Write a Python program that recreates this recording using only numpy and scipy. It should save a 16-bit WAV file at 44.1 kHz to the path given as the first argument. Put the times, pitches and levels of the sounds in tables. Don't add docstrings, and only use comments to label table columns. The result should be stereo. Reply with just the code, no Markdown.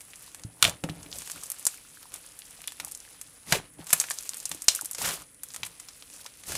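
import sys
import numpy as np
from scipy import signal
from scipy.fft import rfft, irfft, next_fast_len
from scipy.io import wavfile

SR = 44100
rng = np.random.default_rng(int(sys.argv[2]) if len(sys.argv) > 2 else 0)


def transcribe(signal):
    frames = np.atleast_2d(signal).T
    limited = np.clip(frames, -1, 1)
    pcm = np.round(limited * 32767).astype(np.int16)
    wavfile.write(sys.argv[1], SR, pcm)


def decibels_to_gain(level_db):
    exponent = np.asarray(level_db, float) / 20
    return 10 ** exponent


N = 289737


def rms_one(x):
    return x / np.sqrt(np.mean(x ** 2) + 1e-20)


def colour(x, spectrum):
    size = next_fast_len(N)
    hz = np.maximum(np.arange(size // 2 + 1) * SR / size, 1)
    points_hz, points_db = np.array(spectrum).T
    gain = decibels_to_gain(np.interp(np.log(hz), np.log(points_hz), points_db))
    return irfft(rfft(x, size) * gain, size)[..., :N]


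def resonate(x, hz, width_hz):
    r = np.exp(-np.pi * width_hz / SR)
    feedback = [1, -2 * r * np.cos(2 * np.pi * hz / SR), r * r]
    return signal.lfilter([(1 - r * r) / 2, 0, (r * r - 1) / 2], feedback, x)


def drift(rate_hz):
    r = np.exp(-2 * np.pi * rate_hz / SR)
    noise = rng.standard_normal(N + SR)
    return rms_one(signal.lfilter([1], [1, -2 * r, r * r], noise)[SR:])


def pan(left_right_db):
    return decibels_to_gain([[left_right_db / 2], [-left_right_db / 2]])


# f/Hz, level/dB
HISS_COLOUR = [(18, -44), (30, 3), (145, 2.5), (204, -2.5), (295, 2.5), (364, -10), (486, -1), (721, -14.5),
               (2060, -6), (4910, -26), (8980, -1.5), (9970, 4), (10800, -9), (12500, -13), (14400, -24),
               (16000, -22)]
# f/Hz, share of shared power/1
HISS_ALIKE = [(60, 0.53), (240, 0.35), (950, 0.32), (3770, 0.054), (15000, 0.065)]


def hiss():
    shared, left, right = rng.standard_normal((3, N))
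    alike = [(hz, 10 * np.log10(np.clip(c, .01, .99))) for hz, c in HISS_ALIKE]
    apart = [(hz, 10 * np.log10(1 - np.clip(c, .01, .99))) for hz, c in HISS_ALIKE]
    noise = colour(shared, alike) + colour(np.array([left, right]), apart)
    whine_hz, whine_width_hz = 10120, 500
    whine = resonate(resonate(noise, whine_hz, whine_width_hz), whine_hz, whine_width_hz)
    whine = decibels_to_gain(-62 + 2.5 * drift(18)) * rms_one(whine)
    return decibels_to_gain(-55) * rms_one(colour(noise, HISS_COLOUR)) + whine


def room(x):
    t60_s, first_wall_s = 0.17, .006
    t = np.arange(round(.4 * SR)) / SR
    tail = rng.standard_normal((2, len(t))) * decibels_to_gain(-60 * t / t60_s) * (t > first_wall_s)
    tail = signal.lfilter([.5], [1, -.35], tail)
    tail = tail / np.sqrt((tail ** 2).sum(1, keepdims=True))
    return signal.fftconvolve(x, tail, axes=1)[:, :N]


# t/s, level/dB
STRETCH = [(0, -52.5), (.3, -52), (.5, -59.5), (.82, -59), (1.1, -55), (1.15, -42.5), (1.62, -45.5),
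           (1.88, -53), (2.15, -50), (3.05, -50.5), (3.45, -57), (3.8, -64), (3.9, -37.5), (4.55, -47.5),
           (5.0, -50.5), (5.39, -65), (5.47, -51), (6.57, -53.5)]
# t/s, hold/s, crackle level/dB, squelch level/dB, level of weight on the table/dB
PEELS = [(0.206, 0.077, -51, -62, -74), (0.38, 0.017, -66, -59, -59.5), (0.422, 0.23, -65, -81, -59.5),
         (0.648, .014, -28.5, -33, -39), (0.671, 0.019, -31, -38.5, -38), (0.722, 0.039, -60, -55, -55),
         (0.857, 0.061, -68, -60, -43.5), (0.954, 0.26, -53, -58.5, -49), (1.361, 0.013, -53, -51.5, -54),
         (1.671, 0.088, -43.5, -64, -79), (2.13, 0.044, -48.5, -55, -67), (2.822, 0.028, -61, -65.5, -52.5),
         (3.481, 0.013, -51, -53.5, -53), (3.51, 0.066, -32, -52, -58), (3.534, 0.02, -37, -29, -39),
         (3.595, 0.07, -70, -55, -57), (3.795, 0.025, -55, -53, -48), (3.944, 0.088, -40, -50, -61.5),
         (4.525, 0.056, -47.5, -60, -55.5), (4.71, 0.073, -35.5, -47, -76), (4.987, 0.019, -37, -45.5, -55),
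         (5.021, 0.0072, -27, -37, -47), (5.046, 0.052, -26.5, -31.5, -43),
         (5.108, 0.036, -31, -40.5, -53.5), (5.153, 0.022, -39.5, -47.5, -54),
         (5.192, 0.032, -45.5, -53.5, -56), (5.598, 0.11, -70, -63, -59.5),
         (6.142, 0.079, -46.5, -59.5, -76), (6.486, .1, -33.5, -42.5, -44.5)]
# rate/(dB/s) of crackle, squelch, table
RELEASE_DB_PER_S = [792, 449, 340.5]


def tearing():
    onset_db_per_s, sag_db_per_s = 609, 22.5
    t = np.arange(0, N + 64, 64) / SR
    stretch_db = np.interp(t, *np.transpose(STRETCH))
    swing_db = stretch_db + 50
    squelch_db = -60.5 + .75 * swing_db
    rumble_db = -74 + 0.12 * swing_db
    power = decibels_to_gain([stretch_db, squelch_db, rumble_db]) ** 2
    for start, hold, *levels_db in PEELS:
        onset = onset_db_per_s * np.maximum(start - t, 0)
        sag = sag_db_per_s * np.clip(t - start, 0, hold)
        release = np.outer(RELEASE_DB_PER_S, np.maximum(t - start - hold, 0))
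        power = power + decibels_to_gain(np.reshape(levels_db, (3, 1)) - onset - sag - release) ** 2
    return [np.interp(np.arange(N) / SR, t, 10 * np.log10(p)) for p in power]


# f/Hz, bandwidth/Hz, level/dB
TABLE_MODES = [(83.5, 123, -0.5), (165, 6.8, 8.5), (290, 20, 2), (560, 340, -8.5)]
# t/s, peak level/dB, main f/Hz
THUMPS = [(0.448, -29, 112), (0.626, -35, 128), (0.839, -22.5, 165), (.65, -33, 100), (.68, -40, 130),
          (0.701, -41, 120), (.897, -26, 159), (.917, -34, 152), (.962, -44, 169), (1.061, -42, 290),
          (1.368, -47.5, 156), (3.473, -44, 200), (3.491, -40, 200), (3.523, -23, 147), (3.537, -31, 119),
          (3.587, -37, 150), (3.792, -35.5, 290), (3.803, -37.5, 160), (3.93, -34.5, 157),
          (4.514, -45, 159), (4.548, -37.5, 304), (4.685, -49, 80.6), (4.831, -42, 300),
          (5.628, -44.5, 113)]


def table_modes(push):
    return sum(decibels_to_gain(db) * resonate(push, hz, width_hz) for hz, width_hz, db in TABLE_MODES)


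def table(rumble_db):
    shake = signal.lfilter([1], [1, -.96], rng.standard_normal(N) * decibels_to_gain(2.6 * drift(14)))
    rumble = decibels_to_gain(rumble_db - 0.5) * rms_one(table_modes(shake))
    t = np.arange(6000) / SR
    out = np.append(rumble, 0 * t)
    for s, peak_db, hz in THUMPS:
        push = -np.exp(-(t * hz / .11 - 2) ** 2)
        knock = resonate(push, hz, 0.14 * hz) + 0.25 * table_modes(push)
        at = round(s * SR)
        out[at:at + len(t)] += decibels_to_gain(peak_db) * knock / np.abs(knock).max()
    return out[:N]


# t/s, peak level/dB
PUFFS = [(1.6668, -29.5), (4.683, -31), (3.6, -29)]


def puffs():
    t, width_s = np.arange(N) / SR, 0.0002
    return sum(decibels_to_gain(db) * np.exp(-((t - s) / width_s) ** 2) for s, db in PUFFS)


def grains(per_s, low_hz, high_hz, cycles, spread_db, clump_db, patch_db, wide_db):
    sizes = decibels_to_gain(spread_db * np.minimum(rng.exponential(1, N), 4))
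    sizes = sizes * rng.choice([-1, 1], N) / np.sqrt(per_s)
    born = rng.random(N) < per_s * decibels_to_gain(clump_db * drift(25)) / SR
    place = pan(1) ** (wide_db * np.clip(rng.standard_normal(N), -1.5, 1.5))
    clicks = place * sizes * born
    dealt = rng.integers(0, 12, N)
    patches = [decibels_to_gain(patch_db * drift(19)) for _ in range(4)]
    out = 0
    for k, hz in enumerate(np.geomspace(low_hz, high_hz, 12)):
        out = out + resonate(clicks * (dealt == k) * patches[k // 3] + 1e-18, hz, hz / cycles)
    return rms_one(out)


def gurgle(rumble_db):
    lumps = grains(250, 315, 960, cycles=5.6, spread_db=-0.5, clump_db=4.0, patch_db=5.5, wide_db=13.0)
    return decibels_to_gain(rumble_db - 6) * lumps


def squelch(level_db):
    per_s = np.interp(level_db, [-60, -46], [1800, 5000])
    wet = grains(per_s, 397, 3270, cycles=2.2, spread_db=2.5, clump_db=1.9, patch_db=2.2, wide_db=12.5)
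    hollow = resonate(wet, 1200, 330)
    return decibels_to_gain(level_db) * (wet + decibels_to_gain(-14) * hollow)


# f/Hz, level/dB
CRACKLE_COLOUR = [(880, -35), (1500, -12), (1870, -15), (2250, -2.5), (2540, 6), (2800, 2.5), (9280, 8.5),
                  (13800, 1.5), (16000, 2)]


def crackle(level_db):
    per_s = np.interp(level_db, [-50, -36], [4500, 18000])
    cells = grains(per_s, 2000, 13700, cycles=4.3, spread_db=3.0, clump_db=2.5, patch_db=1.95, wide_db=15.5)
    return decibels_to_gain(level_db - 1.9) * rms_one(colour(cells, CRACKLE_COLOUR))


# t/s, peak level/dB, f/Hz, left-right level/dB
BLIPS = [(.278, -55, 990, 0), (0.628, -18, 1410, -7), (.653, -32.5, 675, -12), (.84, -35.5, 880, 5),
         (.84, -32.5, 292, 5), (1.74, -46.5, 1500, 0), (3.472, -44, 2000, 0), (3.49, -42, 2020, 0),
         (1.36, -41.5, 1420, 0), (1.377, -40, 2500, 0), (1.427, -47, 1200, 3), (1.78, -42, 2360, 0),
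         (1.85, -52, 1400, 0), (2.59, -54, 710, 0), (3.077, -48, 1690, 0), (3.526, -26, 700, 12),
         (3.536, -29, 950, 0), (3.551, -31, 560, 0), (3.566, -34.5, 404, 3), (4.107, -31, 1710, 0),
         (6.195, -51, 1500, 0), (4.986, -45.5, 470, -2), (5.015, -34.5, 815, 2), (5.22, -46, 1200, 3),
         (0.682, -35.5, 600, 14), (0.838, -32, 520, -9), (0.888, -39, 745, 6), (1.972, -45, 1570, -4),
         (2.055, -48.5, 985, -1), (2.802, -34, 2440, 0), (1.263, -41, 3000, 0), (2.873, -47, 856, 2),
         (3.789, -51, 820, 9), (4.514, -57, 1260, 2), (4.791, -32, 1470, -4), (4.82, -45.5, 870, 13),
         (6.255, -45.5, 970, 4)]


def blips():
    size = 2048
    out, t = np.zeros((2, N + size)), np.arange(size) / SR
    for s, peak_db, hz, pan_db in BLIPS:
        decay = decibels_to_gain(-60 * t * hz / 15.4)
        ring = np.sin(2 * np.pi * hz * t) * decay * np.minimum(t / 0.00095, 1)
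        at = round(s * SR)
        out[:, at:at + size] += decibels_to_gain(peak_db + 9.5) * ring * pan(pan_db)
    return out[:, :N]


# t/s, peak level/dB, ring f/Hz, left-right level/dB
TICKS = [(0.6507, -2, 3000, 5.5), (0.6507, -3, 2860, -6), (.6505, -7.5, 7500, -1), (1.1278, -18, 3950, 3),
         (1.1862, -15.5, 7970, 2), (1.2605, -24, 9500, -5), (1.317, -12.5, 7800, 1.5),
         (1.5016, -8.5, 10800, -1), (1.518, -7.5, 10300, -2.5), (1.5956, -18.5, 10100, -7.5),
         (1.6534, -6, 8100, 1), (1.667, -0.5, 8000, -0.5), (2.16, -24, 7900, -9),
         (2.8482, -10, 10200, -2.5), (2.4198, -30.5, 2980, -1), (2.8816, -24, 9100, 0),
         (2.92, -16.5, 9260, -9), (2.9748, -25, 9500, -1), (4.1015, -10.5, 9170, -8),
         (4.1151, -9, 7900, 1.5), (4.1866, -12, 6070, 1.5), (4.226, -19, 9780, 1.5),
         (4.2926, -6.5, 7400, -1.5), (4.4019, -16, 6600, -8), (1.6671, -25, 1510, -1),
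         (2.274, -37, 4000, 2), (2.606, -36, 6540, -.5), (2.606, -37, 2200, 2), (2.705, -37, 3000, 0),
         (2.791, -30, 9000, 3.5), (3.0028, -25.5, 6500, 1), (3.0473, -39, 7000, 2.5), (3.051, -38, 2000, 2),
         (3.089, -37, 5500, 0), (3.1321, -32, 7480, 1.5), (3.267, -43, 3500, 0), (3.383, -50, 3500, 6),
         (3.4324, -41, 4000, 4), (5.346, -31.5, 8000, 8.5), (5.4868, -25, 7770, -1.5),
         (5.518, -30, 7000, 0), (5.538, -22, 7000, 1), (6.245, -24, 6490, 5.5), (6.339, -37, 5000, 1),
         (4.758, -16, 9600, -13.5), (4.7603, -9.5, 10470, .5), (4.8118, -8.5, 9220, 2)]
SPRITZES = [(0.0155, -29, 9050, 7), (0.158, -27, 7550, -1), (.228, -32, 10600, -.5), (0.6255, 2, 8100, 0),
            (0.8893, -28, 1330, 1), (1.669, -2.5, 7900, -2.5), (2.263, -27, 9100, 1.5),
            (2.3898, -21.5, 10100, 2), (2.675, -12, 9000, 2.5), (2.6792, -20, 2960, -1.5),
            (2.914, -21.5, 9500, -2), (2.9492, -19.5, 7300, -1.5), (4.0001, -0.5, 7100, -1.5),
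            (4.3696, -18.5, 9000, 6), (4.455, -9, 6860, 2), (4.493, -16, 10340, 2),
            (4.5467, -20.5, 9100, -2.5), (4.6202, -15, 8440, 2.5), (4.6423, -19, 11640, 2),
            (4.683, 7.5, 5970, -1.5), (4.686, -3, 3250, 9), (4.7497, -8.5, 8900, -2.5),
            (4.8468, -18.5, 13480, 14), (4.8568, -13.5, 8800, 1.5), (4.912, -12.5, 10300, 0),
            (5.017, -19, 7600, -17), (2.288, -30, 7000, 3), (2.352, -40, 10100, 7), (2.454, -34, 6000, 4),
            (2.508, -29.5, 9000, 1), (2.769, -34, 9220, 0), (6.1367, -28, 7910, 4), (6.372, -35, 10100, 8),
            (6.4685, -25, 9000, 1.5), (6.485, -20, 8880, 3), (5.4341, -12.5, 10700, -2.5),
            (5.6495, -20, 7500, -5)]
SPLATS = [(.0071, -25.5, 7360, -2), (0.8385, -17.5, 1730, -4.5), (.8388, -29, 6000, 2),
          (0.896, -23.5, 2700, 1), (1.03, -27.5, 6340, 1.5), (1.062, -34, 2150, 0),
          (1.4345, -17.5, 7800, -4), (2.14, -17.5, 9700, -4.5), (3.2134, -20, 7940, 0),
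          (3.8687, -20.5, 7740, -2), (3.9289, 0, 8450, 2.5), (3.9316, 2, 9800, 1.5), (4.0123, -9, 8700, 3),
          (4.0398, -20, 1700, -2), (4.255, -27, 13440, 0), (4.344, -20, 8800, -2),
          (4.4288, -27, 9160, -2.5), (4.948, -15, 6000, 5.5), (5.504, -30, 4460, -3),
          (5.5442, -17.5, 8250, -3), (5.6322, -13.5, 2520, -3.5), (5.6653, -20, 9300, -1.5),
          (5.7989, -23, 6930, -3), (5.886, -24, 5040, 5.5)]
SNAPS = [(.1394, -32, 2300, 1), (0.347, -18.5, 7900, 1.5), (0.3963, -26, 8100, -3),
         (0.4364, -23, 5300, 1.5), (0.6263, 4, 3020, 1), (.628, 0, 2900, 2), (0.6421, 1, 3000, -7),
         (.677, -13, 7000, 2.5), (0.696, -11, 7400, 2), (1.686, -28, 2200, 0), (1.2204, -16.5, 7200, -3),
         (1.2753, -15.5, 8400, -3), (1.2996, -12.5, 8340, -3), (2.0277, -21.5, 11700, -9.5),
         (2.618, -26, 9400, -1), (2.641, -25.5, 2580, -3.5), (2.721, -18.5, 8650, -3),
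         (2.8862, -28, 9600, 4), (3.9054, -9, 7200, -6), (4.0863, -23, 1980, 3), (4.335, -21, 3500, -1),
         (4.984, -12, 6400, -6.5), (5.0472, -10, 5500, -9.5), (5.059, -13.5, 8500, -4.5),
         (5.5627, -13.5, 7850, -2), (5.653, -25, 8570, -1), (5.6622, -23, 10600, -1),
         (6.0241, -24, 3540, 3), (6.101, -28, 8000, 1.5)]
SMACKS = [(2.7998, -15.5, 2190, 0.5), (3.5237, 0.5, 2160, -2.5), (4.1078, -11.5, 5810, -3.5),
          (4.515, -13, 7700, -2.5), (5.089, -16, 4000, 2), (6.2624, -22, 3830, 0),
          (6.4356, -28.5, 6200, -2), (6.5206, -16, 6720, 0), (6.5521, -12, 8300, 3)]
PRICKS = [(0.1121, -29, 9630, 3.0), (0.1343, -32.5, 2180, 2), (0.1704, -37, 10100, 1),
          (0.1935, -29, 10100, 3.0), (0.2234, -31, 9820, -1), (0.2628, -32, 10200, -1),
          (0.4174, -34, 10100, 2.0), (1.1079, -34, 10100, 1), (1.1158, -26, 4860, -2),
          (1.1474, -32, 9540, -1.5), (1.1578, -25, 8110, 1.0), (1.2044, -24, 7080, -3),
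          (1.3112, -17, 9540, 1.5), (1.3384, -33, 9820, -1.0), (1.3604, -27, 9330, -0.5),
          (1.4134, -23, 7500, -4.5), (1.4584, -22, 8130, -1.5), (1.4664, -23, 9930, -2.5),
          (1.5444, -28, 10050, -1.5), (1.5854, -24, 8860, -4.5), (1.6114, -28, 9730, -2.0),
          (1.6274, -25, 9000, -2.5), (1.7444, -27, 8730, 0.0), (1.7744, -29, 10300, 0.0),
          (3.4664, -33, 9930, 0.5), (3.7374, -33, 10100, 5.0), (3.8087, -38, 10100, 3.0),
          (3.8437, -27, 10300, -1.5), (3.894, -17, 7400, -4.0), (4.0674, -24, 9530, -2.0),
          (4.1394, -28, 9430, 0.0), (4.2084, -21, 10100, -1.0), (4.2344, -26, 6240, 0.0),
          (4.2614, -24, 9120, 3), (4.382, -20, 9390, -2.5), (4.7194, -19, 5790, -0.5),
          (4.8214, -23, 10600, 1.0), (4.9326, -17, 8000, 2), (5.1304, -25, 9700, 2),
          (5.2204, -26, 9190, 1.5)]
# broad snap level/dB, spatter level/dB, table echo level/dB
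SKINS = [
    (-12, -24, -14),
    (-12, -16.5, -6.5),
    (-2.5, -14, -13),
    (1.5, -22.5, -28.5),
    (9, -14, -7),
    (-14, -20.5, -12),
]


def pops():
    size, echo_s, spatter_t60_s = 4096, .0018, 0.035
    out, t = np.zeros((2, N + size)), np.arange(size) / SR
    kinds = [TICKS, SPRITZES, SPLATS, SNAPS, SMACKS, PRICKS]
    rows = [(*row, *skin) for kind, skin in zip(kinds, SKINS) for row in kind]
    broad = signal.butter(2, [750, 11000], "band", fs=SR, output="sos")
    for s, peak_db, hz, pan_db, snap_db, spatter_db, echo_db in rows:
        mid, left, right = rng.standard_normal((3, size))
        click = np.zeros((2, size))
        click[:, 4] = 1
        click[:, round(echo_s * SR)] = decibels_to_gain(echo_db + 2.5 * mid[0])
        click[1] = np.roll(click[1], round(pan_db / 2))
        spatter = 0.56 * mid + 0.62 * np.array([left, right])
        after_snaps = np.repeat(np.clip(mid[:size // 32], -2, 1), 32)
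        spatter = spatter * decibels_to_gain(3.0 * after_snaps)
        both = np.array([click, spatter])
        ring = resonate(resonate(both, hz, 1.3 * hz), hz, 0.76 * hz)
        snap_share = np.reshape([1, 1.6], (2, 1, 1))
        snap = decibels_to_gain(snap_db - 8.0) * snap_share * signal.sosfilt(broad, both)
        click, spatter = ring + snap
        dying = decibels_to_gain(spatter_db + 2.5 - 60 * t / spatter_t60_s) * np.minimum(t / 0.00095, 1)
        pop = click / np.abs(click).max() + dying * rms_one(spatter)
        at = round(s * SR)
        out[:, at:at + size] += decibels_to_gain(peak_db + 1.14) * pop * pan(pan_db)
    return out[:, :N]


def scene():
    crackle_db, squelch_db, rumble_db = tearing()
    soft_top = signal.butter(2, 12430, fs=SR, output="sos")
    bursts = signal.sosfilt(soft_top, pops())
    slime = bursts + blips() + crackle(crackle_db) + squelch(squelch_db) + gurgle(rumble_db)
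    left, right = slime + decibels_to_gain(-14.5) * room(slime)
    bass_cut = signal.butter(1, 1100, "high", fs=SR)
    side = signal.lfilter(*bass_cut, left - right)
    stereo = (left + right + 1.11 * side * [[1], [-1]]) / 2
    return stereo + table(rumble_db) + puffs() + hiss()


def roll_off(x):
    return signal.sosfilt(signal.butter(12, 16420, fs=SR, output="sos"), x)


def record(dry):
    top_cut = signal.cheby2(10, 50, 16400, fs=SR, output="sos")
    mix = np.clip(signal.sosfilt(top_cut, dry), -1, 1)
    return roll_off(mix)


dry = scene()
out = record(dry)
transcribe(out)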